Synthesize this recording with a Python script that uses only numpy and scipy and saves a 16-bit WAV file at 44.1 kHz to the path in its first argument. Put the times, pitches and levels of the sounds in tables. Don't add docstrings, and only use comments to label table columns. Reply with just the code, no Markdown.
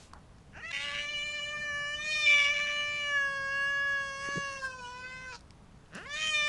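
import sys
import numpy as np
from scipy import signal
from scipy.fft import rfft, irfft
from scipy.io import wavfile
from scipy.ndimage import uniform_filter1d

SR = 44100
rng = np.random.default_rng(int(sys.argv[2]) if len(sys.argv) > 2 else 0)


def boost_factor(decibels):
    exponent = np.asarray(decibels, float) / 20
    return 10 ** exponent


def store_wav(level_fs):
    pcm = np.round(np.clip(np.atleast_2d(level_fs), -1, 1) * 32767)
    wavfile.write(sys.argv[1], SR, pcm.T.astype(np.int16))


N = 285768
TIME = np.arange(N) / SR


def cat():
    # time in seconds, pitch in Hz, effort in dB.
    creak_rows = [
        [(0.515, 176, -86), (0.533, 231.3, -59.5), (0.571, 308, -44.5), (0.601, 470, -49), (0.625, 455, -48)],
        [(5.88, 126, -88), (5.93, 153.3, -50), (5.962, 200.2, -41.5), (6.002, 361.7, -45.5), (6.036, 436, -49),
         (6.07, 579, -47)],
    ]
    # frequency in Hz, relative level in dB.
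    creak_throats = [
        [(150, -21), (700, -5), (1150, -13), (1620, 7), (2150, -8), (2750, -1), (3400, -33), (6000, -21),
         (10500, -56)],
        [(100, 19), (300, -5.5), (650, -3.5), (950, -12), (1350, -0.5), (1850, -2), (2250, -19), (2750, -5),
         (3600, -24), (4800, -23), (10500, -33)],
    ]
    # time in seconds, pitch in Hz.
    pitch_rows = [
        [(0.615, 591.0), (0.64, 637.6), (0.65, 646.3), (0.66, 663.2), (0.72, 681.3)],
        [(0.722, 571.0), (0.737, 560.2), (0.747, 560.2), (0.867, 575.5), (0.907, 572.6), (0.947, 579.9),
         (0.977, 575.8), (0.987, 584.5), (1.047, 582.9), (1.127, 591.8), (1.207, 584.1), (1.267, 595.8),
         (1.307, 590.6), (1.367, 594.0), (1.397, 583.7), (1.537, 594.8), (1.637, 592.3), (1.737, 580.9),
         (1.867, 580.6), (2.097, 614.6), (2.227, 601.2), (2.277, 588.1), (2.457, 573.4), (2.477, 573.8),
         (2.527, 589.2), (2.537, 589.2), (2.547, 578.4), (2.617, 586.2), (2.967, 587.2), (3.127, 573.4),
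         (3.217, 558.1), (3.427, 547.7), (3.687, 560.3), (3.907, 559.9), (4.147, 547.1), (4.297, 561.3),
         (4.427, 557.9), (4.577, 545.1), (4.717, 515.1), (4.777, 509.4), (4.817, 493.7), (4.857, 488.2),
         (5.107, 513.1), (5.257, 513.7), (5.307, 509.1), (5.317, 504.2), (5.337, 478.9), (5.368, 472.2)],
        [(6.05, 506.6), (6.085, 566.7), (6.145, 595.0), (6.175, 617.2), (6.235, 624.8), (6.325, 617.1),
         (6.345, 605.4), (6.415, 595.2), (6.49, 595.3)],
    ]
    # time in seconds, effort in dB,
    # lower resonance in Hz, upper resonance in Hz, nasal dip in Hz,
    # mouth opening as dB of the higher partials, ring of the mouth in Hz.
    shape_rows = [
        [(0.615, -68.5, 1610, 2530, 3060, 4, 5600.0), (0.645, -62, 2000, 2690, 2620, -5, 5900.0),
         (0.68, -63.5, 1840.0, 2720, 2370, 4, 6450), (0.72, -58, 2260.0, 3000.0, 2300.0, -5, 6640.0)],
        [(0.722, -66, 2360, 2700, 2820, 14, 5770), (0.8, -60.5, 2230, 3080, 2430, 6, 5500),
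         (0.9, -55.5, 2050, 2765, 2530, -2.5, 5300.0), (1.02, -55.5, 2110.0, 2906, 2900, 0, 6240),
         (1.2, -58.5, 2320, 2910, 2630, 5.5, 6860), (1.4, -54.5, 2090, 2950, 3140, 1, 7050),
         (1.6, -56, 1980, 2840, 3150, 0.5, 6400), (1.76, -54, 1854, 2800, 3280, 0.5, 5500),
         (1.93, -54.5, 1960.0, 2874, 3230, 2.5, 5500), (2.01, -57.5, 2070, 3460, 5070, 4.5, 5970),
         (2.11, -52.5, 2260, 3450, 5400, 7.5, 5850.0), (2.23, -52.5, 2170, 3540, 5330, 9.5, 5400),
         (2.28, -50, 2363, 3340, 5500, 7.5, 5500), (2.46, -49.5, 2166, 3150, 5370, 5.5, 5600),
         (2.54, -50, 2200, 3260, 3620.0, 0.5, 5770), (2.7, -50, 2120, 3170, 3270, -2, 6100),
         (2.85, -52.5, 2110, 2830, 3220, 0, 6500), (2.98, -56.5, 2260, 2830, 2860.0, 2.5, 6500),
         (3.1, -49.5, 1940.0, 3050, 3550, -2.5, 6260), (3.2, -51.5, 1653, 3000, 4100, -1.5, 5600),
         (3.32, -52, 1540, 3120, 4030, -1.5, 4650), (3.55, -53, 1604, 2885, 4540.0, 0.5, 5300),
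         (3.92, -52, 1648, 3140.0, 3930, -3, 5600), (4.18, -56, 1446, 3100, 5340, 5, 5800),
         (4.35, -50, 1530, 2940, 2810.0, 2, 6240), (4.58, -55, 1420, 2626, 2440, 2.7, 5600),
         (4.65, -54, 1550, 2940, 2950, 1.5, 5260), (4.76, -59.5, 1320, 2400, 2390, 0.5, 5730),
         (4.86, -57, 1240, 2810, 2280, 1, 5650), (4.95, -59, 1250, 2590, 2370, 1.5, 5500),
         (5.08, -62, 1605, 2260, 1750, 4, 4670), (5.25, -63, 1770, 2280, 2240, 3, 5800.0),
         (5.33, -59.5, 1260.0, 2510.0, 2120, 4.5, 5170), (5.368, -68.5, 1160, 2740.0, 2460, 14, 4930)],
        [(6.05, -61.5, 1950, 3010.0, 2870, -4.0, 4900.0), (6.09, -62, 1880, 3530, 3600, 3.5, 5400),
         (6.14, -56, 1960, 3300, 4900, 8.5, 6050), (6.18, -56.4, 2170, 3670, 5400, 7, 6200),
         (6.23, -54, 2260, 3370, 5600, 10, 6640), (6.3, -56, 2220, 3110, 5600, 13, 6700),
         (6.35, -51.5, 2273, 3530, 5130, 7, 6500), (6.49, -48.5, 2090, 3380, 4350, 5.5, 5200)],
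    ]
    out = np.zeros(N)
    for rows, throat in zip(creak_rows, creak_throats):
        add(out, *creak(rows, throat))
    for pitch, shape in zip(pitch_rows, shape_rows):
        add(out, *tone(pitch, shape))
    return out


def creak(rows, throat):
    t, (hz, effort_db) = unfold(rows)
    uneven_hz = hz * (1 + .02 * wander(len(t), hz=90))
    turns = np.cumsum(uneven_hz) / SR

    def colour_db(f):
        return read(throat, f)

    pulses = stack(turns, hz, range(1, 40), colour_db, waver_db=3, spread=.2, waver_hz=25).real
    pulses = pulses * (1 + .15 * wander(len(t), hz=300))
    return t[0], np.sqrt(2) * boost_factor(effort_db) * pulses * signal.windows.tukey(len(t), .2)


def tone(pitch, shape):
    # start in seconds, end in seconds,
    # relative rasp at the start in dB, at the end in dB.
    rasp_rows = [(.6, .7, -14, -18), (.724, .805, 2, 0), (.82, .92, -7, -7), (.935, 1.012, -5, -8),
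                 (1.025, 1.4, -24, -27), (2.03, 2.12, -21, -21), (2.255, 2.49, -17, -15),
                 (2.53, 2.605, -13, -13), (2.64, 2.72, -15, -14), (2.74, 3.05, -24, -22),
                 (4.2, 4.62, -27, -19), (4.66, 5.31, -28, -19), (5.325, 5.38, 0, 2), (6.04, 6.1, -17, -22),
                 (6.15, 6.285, -17, -15)]
    # start in seconds, end in seconds,
    # level of the half lines at the start in dB, at the end in dB.
    split_rows = [(0.712, 1.045, -38, -48.5), (6.158, 6.3, -47, -54.5)]
    # start in seconds, end in seconds,
    # added pressure relative to the voice at the start in dB, at the end in dB.
    lunge_rows = [(2.264, 2.271, 1, -23.5)]
    t, (hz,) = unfold(pitch)
    hz = uniform_filter1d(hz, size=400)
    s, *columns = np.transpose(shape)
    effort_db, lower_hz, upper_hz, dip_hz, open_db, ring_hz = (np.interp(t, s, c) for c in columns)
    turns = np.cumsum(hz * (1 + .0018 * wander(len(t), hz=30))) / SR
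    low = low_partials(t, hz, turns, effort_db, lower_hz, upper_hz, dip_hz)
    high = boost_factor(effort_db + open_db) * high_partials(t, hz, turns, ring_hz)

    rasp = boost_factor(-42) + spells(t, rasp_rows)
    scatter = torn_scatter(rasp)
    voice = sum(low[:2]) * (1 + .2 * scatter)
    voice = voice + sum(low[2:5]) * (1 + scatter)
    blur = 2.6 * scatter
    voice = voice + (sum(low[5:]) + high) * (1 + blur) / np.sqrt(1 + (2.6 * rasp) ** 2)
    voice = voice + boost_factor(-15) * high * flutter(len(t), hz=120, width=320)

    voice = voice * (1 + spells(t, lunge_rows))
    voice = voice + spells(t, split_rows) * half_lines(hz, turns)
    fade = np.clip(np.minimum((t - t[0]) / .012, (t[-1] - t) / .003), 0, 1)
    return t[0], np.sqrt(2) * voice.real * fade


def low_partials(t, hz, turns, effort_db, lower_hz, upper_hz, dip_hz):
    # start in seconds, end in seconds,
    # relative flicker at the start in dB, at the end in dB.
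    flicker_rows = [(.6, 1.68, -8.5, -0.5), (1.944, 2.268, -1, -6), (2.253, 2.7, -7.5, -2.5),
                    (4.55, 5.38, 5, -13), (6.04, 6.36, 1, -13)]
    slope_db_per_octave, fundamental_db, second_db = 0.55, 1.3, 3
    flicker_hz = 17
    flicker = boost_factor(-17) + spells(t, flicker_rows)
    low = []
    for k in range(1, 8):
        source_db = effort_db + slope_db_per_octave * np.log2(k)
        source_db = source_db + fundamental_db * (k == 1) + second_db * (k == 2)
        level_db = source_db + throat_db(k * hz, lower_hz, upper_hz, dip_hz) + cancelled_db(t, k * hz)
        off_peak = .31 if k == 1 else np.clip(abs(k * hz - lower_hz) / 900, .3, 1)
        depth = off_peak * flicker
        stray = wander(len(t), flicker_hz) + 1j * wander(len(t), flicker_hz)
        unsteady = (1 + depth * stray / np.sqrt(2)) / np.sqrt(1 + depth ** 2)
        wave = np.exp(2j * np.pi * (k * turns + .6 * rng.random()))
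        low.append(boost_factor(level_db) * unsteady * wave)
    return low


def high_partials(t, hz, turns, ring_hz):
    # frequency in Hz, relative level in dB.
    mouth_rows = [(2240, -30), (3800, 2.5), (6600, -2.5), (7080, -0.5), (7400, -8), (9000, -11),
                  (9540, -18.5), (11000, -15.5), (14300, -47), (22000, -120)]

    def mouth_db(f):
        ring_db = 7 * np.exp(-((f - ring_hz) / 500) ** 2)
        return read(mouth_rows, f) + ring_db + cancelled_db(t, f)

    return stack(turns, hz, range(8, 23), mouth_db, waver_db=2.8, spread=1, waver_hz=8)


def torn_scatter(rasp):
    count = len(rasp)
    flap_hz = 213.8
    half_flap = np.exp(1j * np.pi * np.cumsum(flap_hz * (1 + 0.089 * wander(count, hz=31.3))) / SR)
    flap = half_flap ** 2 + 1.4 / half_flap
    scatter = rasp * (.6 * flap + .65 * flutter(count, hz=160, width=260))
    return scatter * boost_factor(2.1 * wander(count, hz=45) - .5)


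def half_lines(hz, turns):
    # frequency in Hz, relative level in dB.
    half_rows = [(250, -26), (850, -12), (1420, -9.5), (2000, 3.5), (2600, -4.5), (3200, -4.5),
                 (3800, -5.5), (4600, -14), (5600, -16), (7000, -16.5), (10800, -30.5)]

    def colour_db(f):
        return read(half_rows, f)

    halves = stack(turns, hz, np.arange(.5, 18), colour_db, waver_db=2.5, spread=1, waver_hz=12)
    return halves * (1 + .2 * flutter(len(hz), hz=60, width=150))


def throat_db(f, lower_hz, upper_hz, dip_hz):
    lower_width_hz, upper_width_hz, dip_width_hz = 176, 151, 600
    third_hz, third_width_hz, third_db = 4330, 275, 15
    peaks = resonance_db(f, lower_hz, lower_width_hz) + resonance_db(f, upper_hz, upper_width_hz)
    third = third_db * np.exp(-((f - third_hz) / third_width_hz) ** 2)
    return peaks - resonance_db(f, dip_hz, dip_width_hz) + third


def resonance_db(f, hz, width_hz):
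    return -10 * np.log10((1 - (f / hz) ** 2) ** 2 + (f * width_hz / hz ** 2) ** 2)


def cancelled_db(t, f):
    # start in seconds, end in seconds, centre in Hz, width in Hz, gain at the centre in dB.
    cancel_rows = [(.7, 2.41, 1181, 10, -6), (.7, 1.7, 3036, 8, -25), (1.054, 1.95, 4680, 170, -5),
                   (1.6, 1.97, 3500, 74, -16), (2.033, 2.4, 1224, 10, -10.5), (3.098, 4.2, 3900, 120, -3.5),
                   (3.21, 4.112, 2240, 120, -6), (3.2, 4.597, 7020, 250, -17), (3.394, 3.492, 2740, 60, -8),
                   (3.5, 4.496, 5580, 150, -7.5), (4.573, 4.877, 2050, 110, -20)]
    edge_s = 0.064
    loss_db = 0
    for start, end, hz, width, db in cancel_rows:
        presence = np.clip(np.minimum(t - start, end - t) / edge_s + .5, 0, 1)
        loss_db = loss_db + db * presence * np.exp(-((f - hz) / width) ** 2)
    return loss_db


def spells(t, rows):
    edge_s, tail_s = .012, .013
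    gain = 0
    for start, end, start_db, end_db in rows:
        level = boost_factor(np.interp(t, (start, end), (start_db, end_db)))
        onset = np.clip((t - start) / edge_s + .5, 0, 1)
        gain = gain + level * onset * np.exp(-np.maximum(t - end, 0) / tail_s)
    return gain


def stack(turns, hz, orders, colour_db, waver_db, spread, waver_hz):
    out = 0
    for k in orders:
        level_db = colour_db(k * hz) + waver_db * wander(len(hz), hz=waver_hz)
        wave = np.exp(2j * np.pi * (k * turns + spread * rng.random()))
        out = out + boost_factor(level_db) * (k * hz < 10900) * wave
    return out / np.sqrt(uniform_filter1d(abs(out) ** 2, size=1500) + 1e-20)


def ticks():
    # time in seconds, peak in dB, centre in Hz, width in Hz.
    tick_rows = [(.115, -55, 2000, 1500), (.134, -36, 1150, 600), (.135, -41, 3500, 8000),
                 (.384, -50, 4000, 5000), (5.392, -49, 5500, 5000), (5.408, -47, 6000, 5000),
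                 (5.507, -38, 4000, 6000), (5.86, -54, 3000, 4000)]
    out, t = np.zeros(N), TIME[:1024] - TIME[256]
    for s, db, hz, width in tick_rows:
        burst = rng.standard_normal(len(t)) * (t >= 0) * np.exp(-abs(t) / .0012)
        snap = band(burst, hz, width)
        add(out, s + t[0], boost_factor(db) * snap / abs(snap).max())
    return out


def rustles():
    # middle in seconds, length in seconds, level at the middle in dB, centre in Hz, width in Hz.
    rustle_rows = [(0.022, 0.17, -58.5, 4420, 8150), (0.162, 0.07, -55.5, 1060, 1000),
                   (1.315, 0.025, -60, 7800, 5000), (4.28, 0.2, -53, 1820, 2564),
                   (4.652, .06, -52, 6030, 6660), (5.35, 0.079, -52.5, 5130, 2210),
                   (5.952, 0.0072, -47, 7240, 5000), (5.965, 0.068, -56, 4800, 3000)]
    out, t = np.zeros(N), TIME[:8192] - TIME[4096]
    for s, length, db, hz, width in rustle_rows:
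        noise = evened(band(rng.standard_normal(len(t)), hz, width))
        add(out, s + t[0], boost_factor(db) * noise * np.exp(-8 * (t / length) ** 2))
    return out


def thumps():
    # middle in seconds, peak in dB, frequency in Hz, half length in seconds.
    thump_rows = [(4.289, -30.5, 338, 0.0014), (4.361, -34, 322, 0.0039), (4.377, -29.5, 162, 0.0084),
                  (4.38, -31, 428, 0.0026)]
    out, t = np.zeros(N), TIME[:2048] - TIME[1024]
    for s, db, hz, half in thump_rows:
        add(out, s + t[0], boost_factor(db) * np.cos(2 * np.pi * hz * t) * np.exp(-(t / half) ** 2))
    return out


def cupboard(x):
    t60_s, level_db = .22, -15
    t = TIME[:SR // 2]
    tail = rng.standard_normal(len(t)) * boost_factor(-60 * t / t60_s) * (t > .003)
    return boost_factor(level_db) * signal.fftconvolve(x, tail / np.linalg.norm(tail))[:N]


def crackle():
    mean_per_s, faintest_db = 12, -66
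    chance, size = rng.random(N), rng.exponential(1, N)
    clicks = (chance < mean_per_s / SR) * boost_factor(3 * np.minimum(size, 2.5))
    prick = band(rng.standard_normal(256) * np.exp(-TIME[:256] / 0.0024), hz=5500, width=5300)
    return boost_factor(faintest_db) * signal.fftconvolve(clicks, prick / abs(prick).max())[:N]


def hush():
    # frequency in Hz, relative density in dB per Hz.
    hush_rows = [(12, -54), (20, -20), (43, -2.5), (161, -4.5), (320, -15.5), (346, -18), (395, -15.5),
                 (706, -19), (1080, -21), (1370, -24.5), (1780, -27), (2030, -28.5), (11000, -41.5),
                 (14300, -90.5), (22000, -120)]
    rms_db = -55
    frames, hz = N // 256 + 5, np.fft.rfftfreq(1024, 1 / SR)
    a, b, patches = rng.standard_normal((frames, 513, 3)).T
    patches = uniform_filter1d(patches, size=14, axis=0)
    patches = evened(uniform_filter1d(patches, size=12, axis=1))
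    spectrum = (a + 1j * b) * boost_factor(read(hush_rows, hz)[:, None] + .9 * patches)
    noise = signal.istft(spectrum, nperseg=1024, noverlap=768)[1][:N]
    return boost_factor(rms_db) * evened(noise)


def flutter(count, hz, width):
    a = band(rng.standard_normal(count), hz, width)
    b = band(rng.standard_normal(count), hz, width)
    return evened(a + 1j * b)


def wander(count, hz):
    lowpass = signal.butter(2, hz, fs=SR, output="sos")
    return evened(signal.sosfilt(lowpass, rng.standard_normal(count + 4000))[4000:])


def band(x, hz, width):
    f = np.fft.rfftfreq(len(x), 1 / SR)
    return irfft(rfft(x) * np.exp(-2 * ((f - hz) / width) ** 2), len(x))


def evened(x):
    return x / np.sqrt(np.mean(abs(x) ** 2) + 1e-20)


def read(points, hz):
    f, value = np.transpose(points)
    return np.interp(np.log(hz + 1), np.log(f + 1), value)


def unfold(rows):
    s, *columns = np.transpose(rows)
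    t = np.arange(s[0], s[-1], 1 / SR)
    return t, [np.interp(t, s, c) for c in columns]


def add(mix, s, sound):
    first = round(s * SR)
    part = mix[max(first, 0):][:len(sound) + min(first, 0)]
    part += sound[max(-first, 0):][:len(part)]


def scene():
    near = cat() + ticks() + rustles() + thumps()
    return (near + cupboard(near) + crackle() + hush())[None]


def band_limit(x):
    return signal.sosfilt(signal.butter(12, 11260, fs=SR, output="sos"), x)


def record(dry):
    return band_limit(dry)


dry = scene()
out = record(dry)
store_wav(out)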